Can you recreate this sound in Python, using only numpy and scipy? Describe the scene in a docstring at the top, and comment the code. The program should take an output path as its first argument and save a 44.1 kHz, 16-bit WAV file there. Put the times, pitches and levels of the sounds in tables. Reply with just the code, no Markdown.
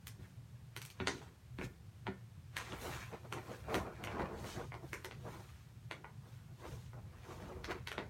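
"""A bedsheet is unbundled, shaken and spread in a small bedroom: friction noise made of countless tiny slips,
shaped by movement into low billowing flaps, hissing slides and rustling creases.
Short filtered bursts make its taut snaps and light clicks, and decaying sines the dull knocks of the handling.
Close walls briefly answer the cloth and the snaps; broad swings push low gusts of filtered noise.
An uneven low rumble and a faint steady hiss lie beneath."""
import sys
import numpy as np
from scipy import signal
from scipy.fft import rfft, irfft, next_fast_len
from scipy.io import wavfile
from scipy.ndimage import map_coordinates

SR = 44100
rng = np.random.default_rng(int(sys.argv[2]) if len(sys.argv) > 2 else 0)


def wav_record(signal):
    """Record a signal, one row per channel, as 16-bit PCM in the file named by sys.argv[1]."""
    frames = np.transpose(np.atleast_2d(signal))
    bounded = np.clip(frames, -1, 1)
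    # unit amplitude maps onto the largest positive 16-bit level
    quanta = np.round(bounded * 32767).astype(np.int16)
    wavfile.write(sys.argv[1], SR, quanta)


N = 356945  # length in samples

# bed of low rumble and airy hiss, spectra: f/Hz, density/dB per Hz (relative)
RUMBLE = [(20, -60), (35, -29), (50, -29), (72, -6.5), (95, -5), (116, 1.5), (145, -5.5), (185, -14),
          (250, -25.5), (400, -36), (900, -68)]
AIR = [(100, 3), (400, -0.5), (1000, -3), (2000, -6), (4000, -9), (7000, -12.5), (9000, -13), (10400, -17),
       (11500, -14.5), (16000, -20)]

# gusts pushed by the sheet, spectrum: f/Hz, density/dB per Hz (relative)
DRAUGHT = [(20, -44), (33, -13), (47, -2.5), (70, 3), (130, -4.5), (220, -15.5), (500, -48)]
# broad swings of the whole sheet: t/s at the height, level/dB, length/s
SWINGS = [(1.65, -46.5, 0.31), (2.846, -52.5, 0.77), (3.753, -50, .5), (4.397, -53.5, 2.3),
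          (5.33, -57, 0.63), (6.718, -50.5, 0.29), (7.55, -53.5, 2.2)]

# dull knocks against bed and floor: t/s, peak level/dB
KNOCKS = [(.19, -47.5), (1.002, -32.5), (1.015, -32.5), (1.08, -34.5), (1.588, -36), (1.63, -37.5),
          (2.08, -30.5), (3.746, -31.5), (7.983, -38)]
# modes the knocks ring with, before small random changes: f/Hz, relative level/dB, t60/s
WOOD = [(81.6, -7, 0.25), (126.4, -6.5, 0.23), (191, 3, 0.25), (266, 0, 0.14), (372.3, 2, 0.16),
        (466, -14, 0.12), (1437, -13, 0.23), (1820, -14, 0.31), (2110, -24, 0.39), (2250, -24, 0.37)]

# bedroom tail: f/Hz, t60/s
ROOM = [(150, 0.55), (600, 0.27), (2000, 0.21), (5000, 0.23), (9000, 0.21), (15000, 0.095)]
# nearest surfaces, nominal: delay/s, gain re direct sound
WALLS = [(.0083, 0.49), (0.0097, .3), (0.0129, .22), (0.0184, .2)]
# colour of sound reaching the microphone head-on, before any wall: f/Hz, level/dB
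DIRECT = [(250, -3.5), (1000, 1.5), (2000, 0.5), (3100, 5.5), (4200, 2.5), (5300, -4), (8500, -1.5),
          (12000, -1), (16000, 0)]

# sharp snaps and clicks of the handling: t/s, crack level/dB over 10 ms, crack pitch f/Hz,
# upper corner of the crack f/Hz, body level/dB re crack, edge level/dB re crack
SNAPS = [(0.0706, -54.5, 2000, 3000, -13, 7.5), (0.7649, -46, 2270, 4500, -10.5, -1),
         (0.8175, -49.5, 2230, 5460, -25, -0.5), (0.8517, -55.5, 3200, 2800, -14, 4),
         (0.9022, -56.5, 2870, 5500, -17, -1), (1.0016, -40.5, 1670, 4030, -5, -38),
         (1.0726, -31.5, 2120, 5200, -1.5, -7), (1.217, -57.5, 1320, 5540, 1.5, -16),
         (1.587, -48.5, 2020, 4040, 0.5, -16), (1.6134, -43.5, 2460, 2500, -0.5, -24),
         (2.0686, -39.5, 1560, 3600, -2, -25), (2.5677, -36.5, 1860, 4560, -11, -7.5),
         (2.7228, -47, 3220, 3460, -6, -15), (3.3257, -39, 1530, 3350, -6.5, -9),
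         (3.744, -37, 1760, 4600, 3, -6.5), (3.7496, -51, 1300, 2600, 12.5, -15),
         (4.0395, -43.5, 2000, 3570, -11, -6.5), (4.073, -45, 2780, 2950, 0.5, -28),
         (4.196, -42, 1230, 2380, 3, -22), (4.4439, -52.5, 1290, 3000, 6.5, -12),
         (4.7209, -47, 2374, 2320, -4.5, -27), (4.742, -48.5, 910, 5330, -1, -14),
         (4.9318, -40, 2360, 2440, -9, -8), (5.0465, -44, 1660, 5600, -5, -4.5),
         (5.1116, -48.5, 2020, 4540, -3, -19), (5.9119, -39.5, 1730, 3800, -8.5, -16),
         (6.0445, -47, 1160, 2720, -9, -35), (6.9328, -59.5, 900, 1500, 5.5, -30),
         (7.6441, -43.5, 2010, 6030, -7.5, -13), (7.8735, -41, 2110, 4500, -14, -9.5),
         (7.9171, -41.5, 1650, 3440, -7, -12), (7.9807, -40.5, 1780, 4570, 4, -22)]
# hollow body below the crack, and crisp edge above it: f/Hz, relative level/dB
BODY = [(60, -32), (200, -3.5), (370, 1), (650, 3), (1000, -6.5), (1400, -1.5), (2000, -5.5), (5000, -57)]
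EDGE = [(1500, -32), (3000, 1.5), (4200, -1), (5000, -3), (6400, 1), (8800, 2.5), (10500, -1.5), (12000, 5),
        (16000, 4.5)]
# resonances shared by all snaps: f/Hz, width/Hz, boost/dB
CLACK = [(372, 150, 7.5), (959, 204, 8.5), (1447, 94, 6), (2120, 250, 3), (2950, 120, -0.5),
         (4400, 260, 5.5), (5900, 890, 6.5)]
# top of a snap's edge at 0 dB; a crisper edge reaches higher
REACH_HZ, REACH_HZ_PER_DB = 12840, 156
# snaps above this level come from heavy folds and reach less high
HEAVY_DB, HEAVY_HZ_PER_DB = -36.5, 650
# the cloth tightens around each snap: level re the snap, time to rise or fall 60 dB
LEAD_IN_DB, LEAD_IN_S = -13, 0.041

# large folds, creases, hiss of the weave, fizz of its fibres, spectra: f/Hz, density/dB per Hz (relative)
BILLOW = [(110, -10), (170, 2.5), (240, -1.5), (290, -3.5), (350, 4), (480, -1), (620, -1.5), (1000, -5),
          (1500, -12.5), (2400, -30), (5000, -61)]
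RUSTLE = [(500, -2.5), (1200, 3), (1800, 3), (2400, 0), (3200, -13), (4200, -12), (5200, -15), (10000, -28)]
WEAVE = [(1500, -1.5), (3900, 1), (4900, -1), (5700, 2), (6400, 1.5), (7600, -4), (9000, -6.5),
         (10500, -12), (16000, -22)]
FIBRES = [(3000, -12), (7000, -6), (9000, -0.5), (10500, -6), (12000, 0), (16000, -6)]
# a large fold fills with air and collapses: t/s at the height, level/dB, length/s, crease rustle level/dB re flap
FLAPS = [(.215, -64, 0.14, -13), (1.217, -60.5, 0.26, -12), (1.682, -71, .14, -13),
         (2.736, -45.5, 0.11, -16), (2.865, -44, 0.18, -15), (3.136, -47.5, 0.12, -7),
         (3.253, -54, 0.059, -13), (3.362, -46, 0.15, -8), (3.509, -46.5, .18, -16),
         (3.718, -38.5, 0.19, -12), (3.778, -42, 0.17, -17), (3.848, -45.5, 0.24, -14.5),
         (4.038, -46, 0.17, -10.5), (4.13, -44.5, 0.17, -7.5), (4.215, -36, 0.16, -12),
         (4.324, -46, 0.42, -23), (4.433, -46, .2, -20), (4.585, -45, 0.15, -8), (4.846, -55.5, 0.12, -25),
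         (5.275, -49, 0.19, -20), (5.371, -56, 0.19, -17), (6.266, -65, 0.22, -7),
         (6.515, -67.5, 0.16, -11), (6.649, -49.5, 0.15, -10), (6.735, -57.5, 0.15, -15),
         (6.983, -52.5, .07, -24), (7.124, -64, 0.71, -7.5), (7.316, -50, 0.24, -18),
         (7.464, -49, 0.37, -24), (7.585, -55.5, 0.18, -18), (7.712, -44.5, 0.15, 0.5)]
# cloth slides over cloth: t/s at the height, level/dB, attack/s, release/s,
# crease rustle level/dB re slide, fibre fizz level/dB re slide
SLIDES = [(0.249, -73, 0.11, 0.16, 2, -4), (.79, -80, 0.13, 0.31, 9, -5), (1.17, -65.5, 0.33, .2, 2, -11),
          (1.648, -57.5, 0.05, 0.038, -7, -11), (2.61, -56.5, .08, 0.27, 5.5, -15),
          (2.83, -56.5, 0.11, 0.3, 3.5, -1.5), (2.97, -57.5, 0.23, 0.2, 8, -16),
          (3.53, -66, 0.43, 0.25, 5.5, -3), (3.755, -57, 0.08, 0.11, 2, -2.5),
          (4.08, -69.5, 0.31, 0.34, 8.5, -10), (4.475, -55, 0.17, 0.25, -7, -10),
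          (4.9, -68, 0.14, 0.32, 1, -3.5), (5.335, -64, 0.2, 0.41, 2, -6), (6.32, -75, 0.19, 0.23, 4, -2),
          (6.7, -63, 0.19, 0.27, -4, -7.5), (7.33, -65, 0.2, 0.34, 6, -8), (7.7, -79, 0.27, 1, 4, -9)]
# the held sheet is never quite still: part of the sound, level/dB
STIR_DB = {"billow": -79, "rustle": -80.5, "weave": -83.5, "draught": -67}
FLAP_ATTACK = 0.41  # share of the length spent rising
FLAP_SHAPE, SLIDE_SHAPE = 1.34, 1.42  # 1 = pointed crest, 2 = round

TOP_HZ = 16000  # upper band limit


def amp(db):
    """Decibels to gain."""
    return 10 ** (np.asarray(db) / 20)


def unit(x):
    """Scaled to rms 1."""
    return x / np.sqrt(np.mean(x ** 2) + 1e-20)


def along(points, hz):
    """(Hz, value) points read on a log frequency axis."""
    f, v = np.transpose(points)
    return np.interp(np.log(hz + 1), np.log(f + 1), v)


def wobble(rate):
    """A smooth random curve, rate knots a second."""
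    knots = rng.standard_normal(int(N * rate / SR) + 4)
    return map_coordinates(knots, [np.arange(N) * rate / SR])


def filtered(x, response):
    """x times a response of frequency."""
    m = next_fast_len(N + 8192)
    return irfft(rfft(x, m) * response(np.fft.rfftfreq(m, 1 / SR)), m)[:N]


def coloured(x, spectrum):
    """x filtered by the given spectrum, at rms 1."""
    return unit(filtered(x, lambda hz: amp(along(spectrum, hz))))


def causal(gain):
    """The most compact (minimum-phase) pulse with this shape of spectrum, at energy 1."""
    cepstrum = irfft(np.log(np.maximum(gain, 1e-6)))
    half = len(cepstrum) // 2
    # folding the cepstrum forward moves the energy as early as it can go
    cepstrum[1:half] *= 2
    cepstrum[half + 1:] = 0
    pulse = irfft(np.exp(rfft(cepstrum)))
    return pulse / np.linalg.norm(pulse)


def add(track, s, sound):
    """Mixes a sound into the track at s seconds."""
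    part = track[max(round(s * SR), 0):][:len(sound)]
    part += sound[:len(part)]


def swell(peak_s, db, attack, release, shape):
    """Power of one movement: it climbs 20 dB over the attack and drops 20 dB over the release."""
    t = np.arange(N) / SR - peak_s
    drop_db = 20 * np.maximum(-t / attack, t / release) ** shape
    return amp(db - np.minimum(drop_db, 100)) ** 2


def patchy(x, depth_db, width_hz, life_s):
    """The changing shape of the cloth favours some narrow bands for a moment and weakens others."""
    hz, t, z = signal.stft(x, SR, nperseg=1024)
    knots = rng.standard_normal((400, 1000))
    places = np.meshgrid(hz / width_hz, t / life_s, indexing="ij")
    field = map_coordinates(knots, places, mode="wrap")
    gain = amp(depth_db * np.clip(field, -2, 2))
    return signal.istft(z * unit(gain), SR, nperseg=1024)[1][:N]


def bedroom(tail_db, build):
    """Direct sound, first reflections and a diffuse tail for one spot in the room, with energy 1."""
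    hz, t, z = signal.stft(rng.standard_normal(SR // 3), SR, nperseg=256)
    decay = amp(-60 * t / along(ROOM, hz)[:, None])
    tail = signal.istft(z * decay, SR, nperseg=256)[1]
    # the tail builds up with this time constant in seconds
    tail *= 1 - np.exp(-np.arange(len(tail)) / SR / build)
    answer = amp(tail_db) * tail / np.linalg.norm(tail)
    add(answer, 0, causal(amp(along(DIRECT, hz))))
    for delay, gain in WALLS:
        # each spot has its own distance to the wall
        add(answer, delay * rng.uniform(.9, 1.2), np.array([gain]))
    return answer / np.linalg.norm(answer)


def background():
    """A low, uneven rumble and a faint even hiss, both filtered noise."""
    rumble_gain = amp(-56.0 + 4.7 * np.tanh(wobble(18)))
    rumble = rumble_gain * coloured(rng.standard_normal(N), RUMBLE)
    hiss = amp(-71.0) * coloured(rng.standard_normal(N), AIR)
    return rumble + hiss


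def draught():
    """Each broad swing of the sheet pushes a low gust of air: noise under a swell."""
    power = np.full(N, amp(STIR_DB["draught"]) ** 2)
    for s, db, length in SWINGS:
        power += swell(s, db, length / 2, length / 2, shape=1.3)
    return np.sqrt(power) * coloured(rng.standard_normal(N), DRAUGHT)


def knocks():
    """Soft blows ring the modes of the wood, at new strengths and slightly new pitches each time."""
    track, t = np.zeros(N), np.arange(SR // 3) / SR
    hz, level, t60 = np.transpose(WOOD)[:, :, None]
    for s, db in KNOCKS:
        strength, detune, phase = rng.standard_normal((3, len(WOOD), 1))
        envelope = amp(level + 1.2 * strength - 60 * t / t60)
        mode_hz = hz * (1 + 0.01585 * detune)
        ring = envelope * np.sin(2 * np.pi * (mode_hz * t + phase))
        # a soft contact: the onset has a time constant of 1.1 ms
        blow = ring.sum(axis=0) * (1 - np.exp(-t / 0.0011))
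        add(track, s, amp(db) * blow / np.abs(blow).max())
    return track


def slip_burst(rise, fall, lead, evenness):
    """A soft rub around a tight cluster of slips, lead seconds in; evenness 0-1 smooths its chance colour."""
    t = np.arange(2048) / SR - lead
    # rise and fall are the times to change by 60 dB
    cluster = rng.standard_normal(len(t)) * amp(-60 * np.maximum(-t / rise, t / fall))
    spectrum = rfft(cluster)
    slips = irfft(spectrum / np.abs(spectrum) ** evenness)
    rub = rng.standard_normal(len(t)) * amp(-60 * np.abs(t) / LEAD_IN_S)
    return unit(slips) + amp(LEAD_IN_DB) * unit(rub)


def snap(pitch_hz, corner_hz, body_db, edge_db, reach_hz, sharpness=1.4):
    """One pulse: a broad crack round its pitch, a hollow body below and a crisp edge above."""
    hz = np.fft.rfftfreq(2048, 1 / SR) + 1
    crack = 1 / np.hypot(1, sharpness * (hz / pitch_hz - pitch_hz / hz))
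    # a softer contact has a lower upper corner
    crack /= np.hypot(1, (hz / corner_hz) ** 7)
    crack /= np.hypot(1, (800 / hz) ** 3)
    body = amp(along(BODY, hz))
    edge = amp(along(EDGE, hz)) / np.hypot(1, (hz / reach_hz) ** 6)
    ring = amp(sum(db * np.exp(-((hz - centre) / width) ** 2) for centre, width, db in CLACK))
    power = unit(crack) ** 2 + (amp(body_db) * unit(body)) ** 2 + (amp(edge_db) * unit(edge)) ** 2
    return causal(ring * np.sqrt(power))


def snaps():
    """Every snap is a tight burst of slips through its own pulse, ringing round the room."""
    track = np.zeros(N)
    lead = .02  # seconds of rub ahead of the snap
    for s, db, pitch_hz, corner_hz, body_db, edge_db in SNAPS:
        heaviness_db = max(db - HEAVY_DB, 0)
        reach_hz = REACH_HZ + REACH_HZ_PER_DB * edge_db - HEAVY_HZ_PER_DB * heaviness_db
        reach_hz = max(reach_hz, corner_hz)
        slips = slip_burst(rise=0.0028, fall=0.0078, lead=lead, evenness=0.63)
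        pulse = np.convolve(slips, snap(pitch_hz, corner_hz, body_db, edge_db, reach_hz))
        heard = signal.fftconvolve(pulse, bedroom(tail_db=-2.0, build=0.0044))
        # body and edge add their power to that of the crack
        level = amp(db) * np.sqrt(1 + amp(body_db) ** 2 + amp(edge_db) ** 2)
        # the level is the rms of the whole energy taken over 10 ms
        add(track, s - lead, level * np.sqrt(SR / 100) * heard / np.linalg.norm(heard))
    return track


def movements():
    """Power of each part of the cloth's sound: flaps billow, slides hiss and fizz, both rustle the creases."""
    billow, rustle, weave = [np.full(N, amp(STIR_DB[part]) ** 2) for part in ("billow", "rustle", "weave")]
    fibres = np.zeros(N)
    for s, db, length, crease_db in FLAPS:
        power = swell(s, db, FLAP_ATTACK * length, (1 - FLAP_ATTACK) * length, FLAP_SHAPE)
        billow += power
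        rustle += power * amp(crease_db) ** 2
    for s, db, attack, release, crease_db, fizz_db in SLIDES:
        power = swell(s, db, attack, release, SLIDE_SHAPE)
        weave += power
        fibres += power * amp(fizz_db) ** 2
        rustle += power * amp(crease_db) ** 2
    return billow, rustle, weave, fibres


def friction(rate, spread_db, flutter_db, flutter_rate, drift_db, count=5):
    """Tiny slips, rate a second at each of several spots, clumped by flutter and blurred by the room."""
    flutter = amp(flutter_db * np.tanh(wobble(flutter_rate)))
    # the work drifts from spot to spot, each with its own colour
    shares = amp(drift_db * np.array([wobble(14) for spot in range(count)]))
    shares /= np.linalg.norm(shares, axis=0)
    sound = np.zeros(N)
    for share in shares:
        at = rng.integers(0, N, int(rate * N / SR))
        side, strength = rng.standard_normal((len(at), 2)).T
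        sizes = np.sign(side) * amp(spread_db * np.tanh(strength))
        slips = np.bincount(at, sizes, N)
        sound += signal.oaconvolve(slips * flutter * share, bedroom(tail_db=-1.0, build=0.003))[:N]
    return sound


def sheet():
    """Four sizes of slip, from large folds down to fibres, each driven by the movements."""
    billow, rustle, weave, fibres = np.sqrt(movements())
    folds = friction(rate=600, spread_db=6.5, flutter_db=4.5, flutter_rate=65, drift_db=9)
    creases = friction(rate=130, spread_db=7.5, flutter_db=3.5, flutter_rate=81, drift_db=5)
    hiss = friction(rate=550, spread_db=2.5, flutter_db=4.0, flutter_rate=72, drift_db=5.5)
    fizz = friction(rate=1200, spread_db=3, flutter_db=0.5, flutter_rate=70, drift_db=6)
    return (billow * coloured(folds, BILLOW)
            + rustle * coloured(creases, RUSTLE)
            + weave * coloured(hiss, WEAVE)
            + fibres * coloured(fizz, FIBRES))


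def scene():
    """All sources at one microphone."""
    cloth = patchy(sheet(), depth_db=2.5, width_hz=150, life_s=.03)
    cracks = patchy(snaps(), depth_db=1.95, width_hz=201, life_s=.05)
    return (cloth + draught() + cracks + knocks() + background())[None]


def record(dry, low_cut_hz=36):
    """The pickup cuts the deep bass and keeps nothing from its band limit up."""
    def response(hz):
        return (hz < TOP_HZ) / np.hypot(1, (low_cut_hz / (hz + 1)) ** 5)
    return np.array([filtered(channel, response) for channel in dry])


dry = scene()
out = record(dry)
wav_record(out)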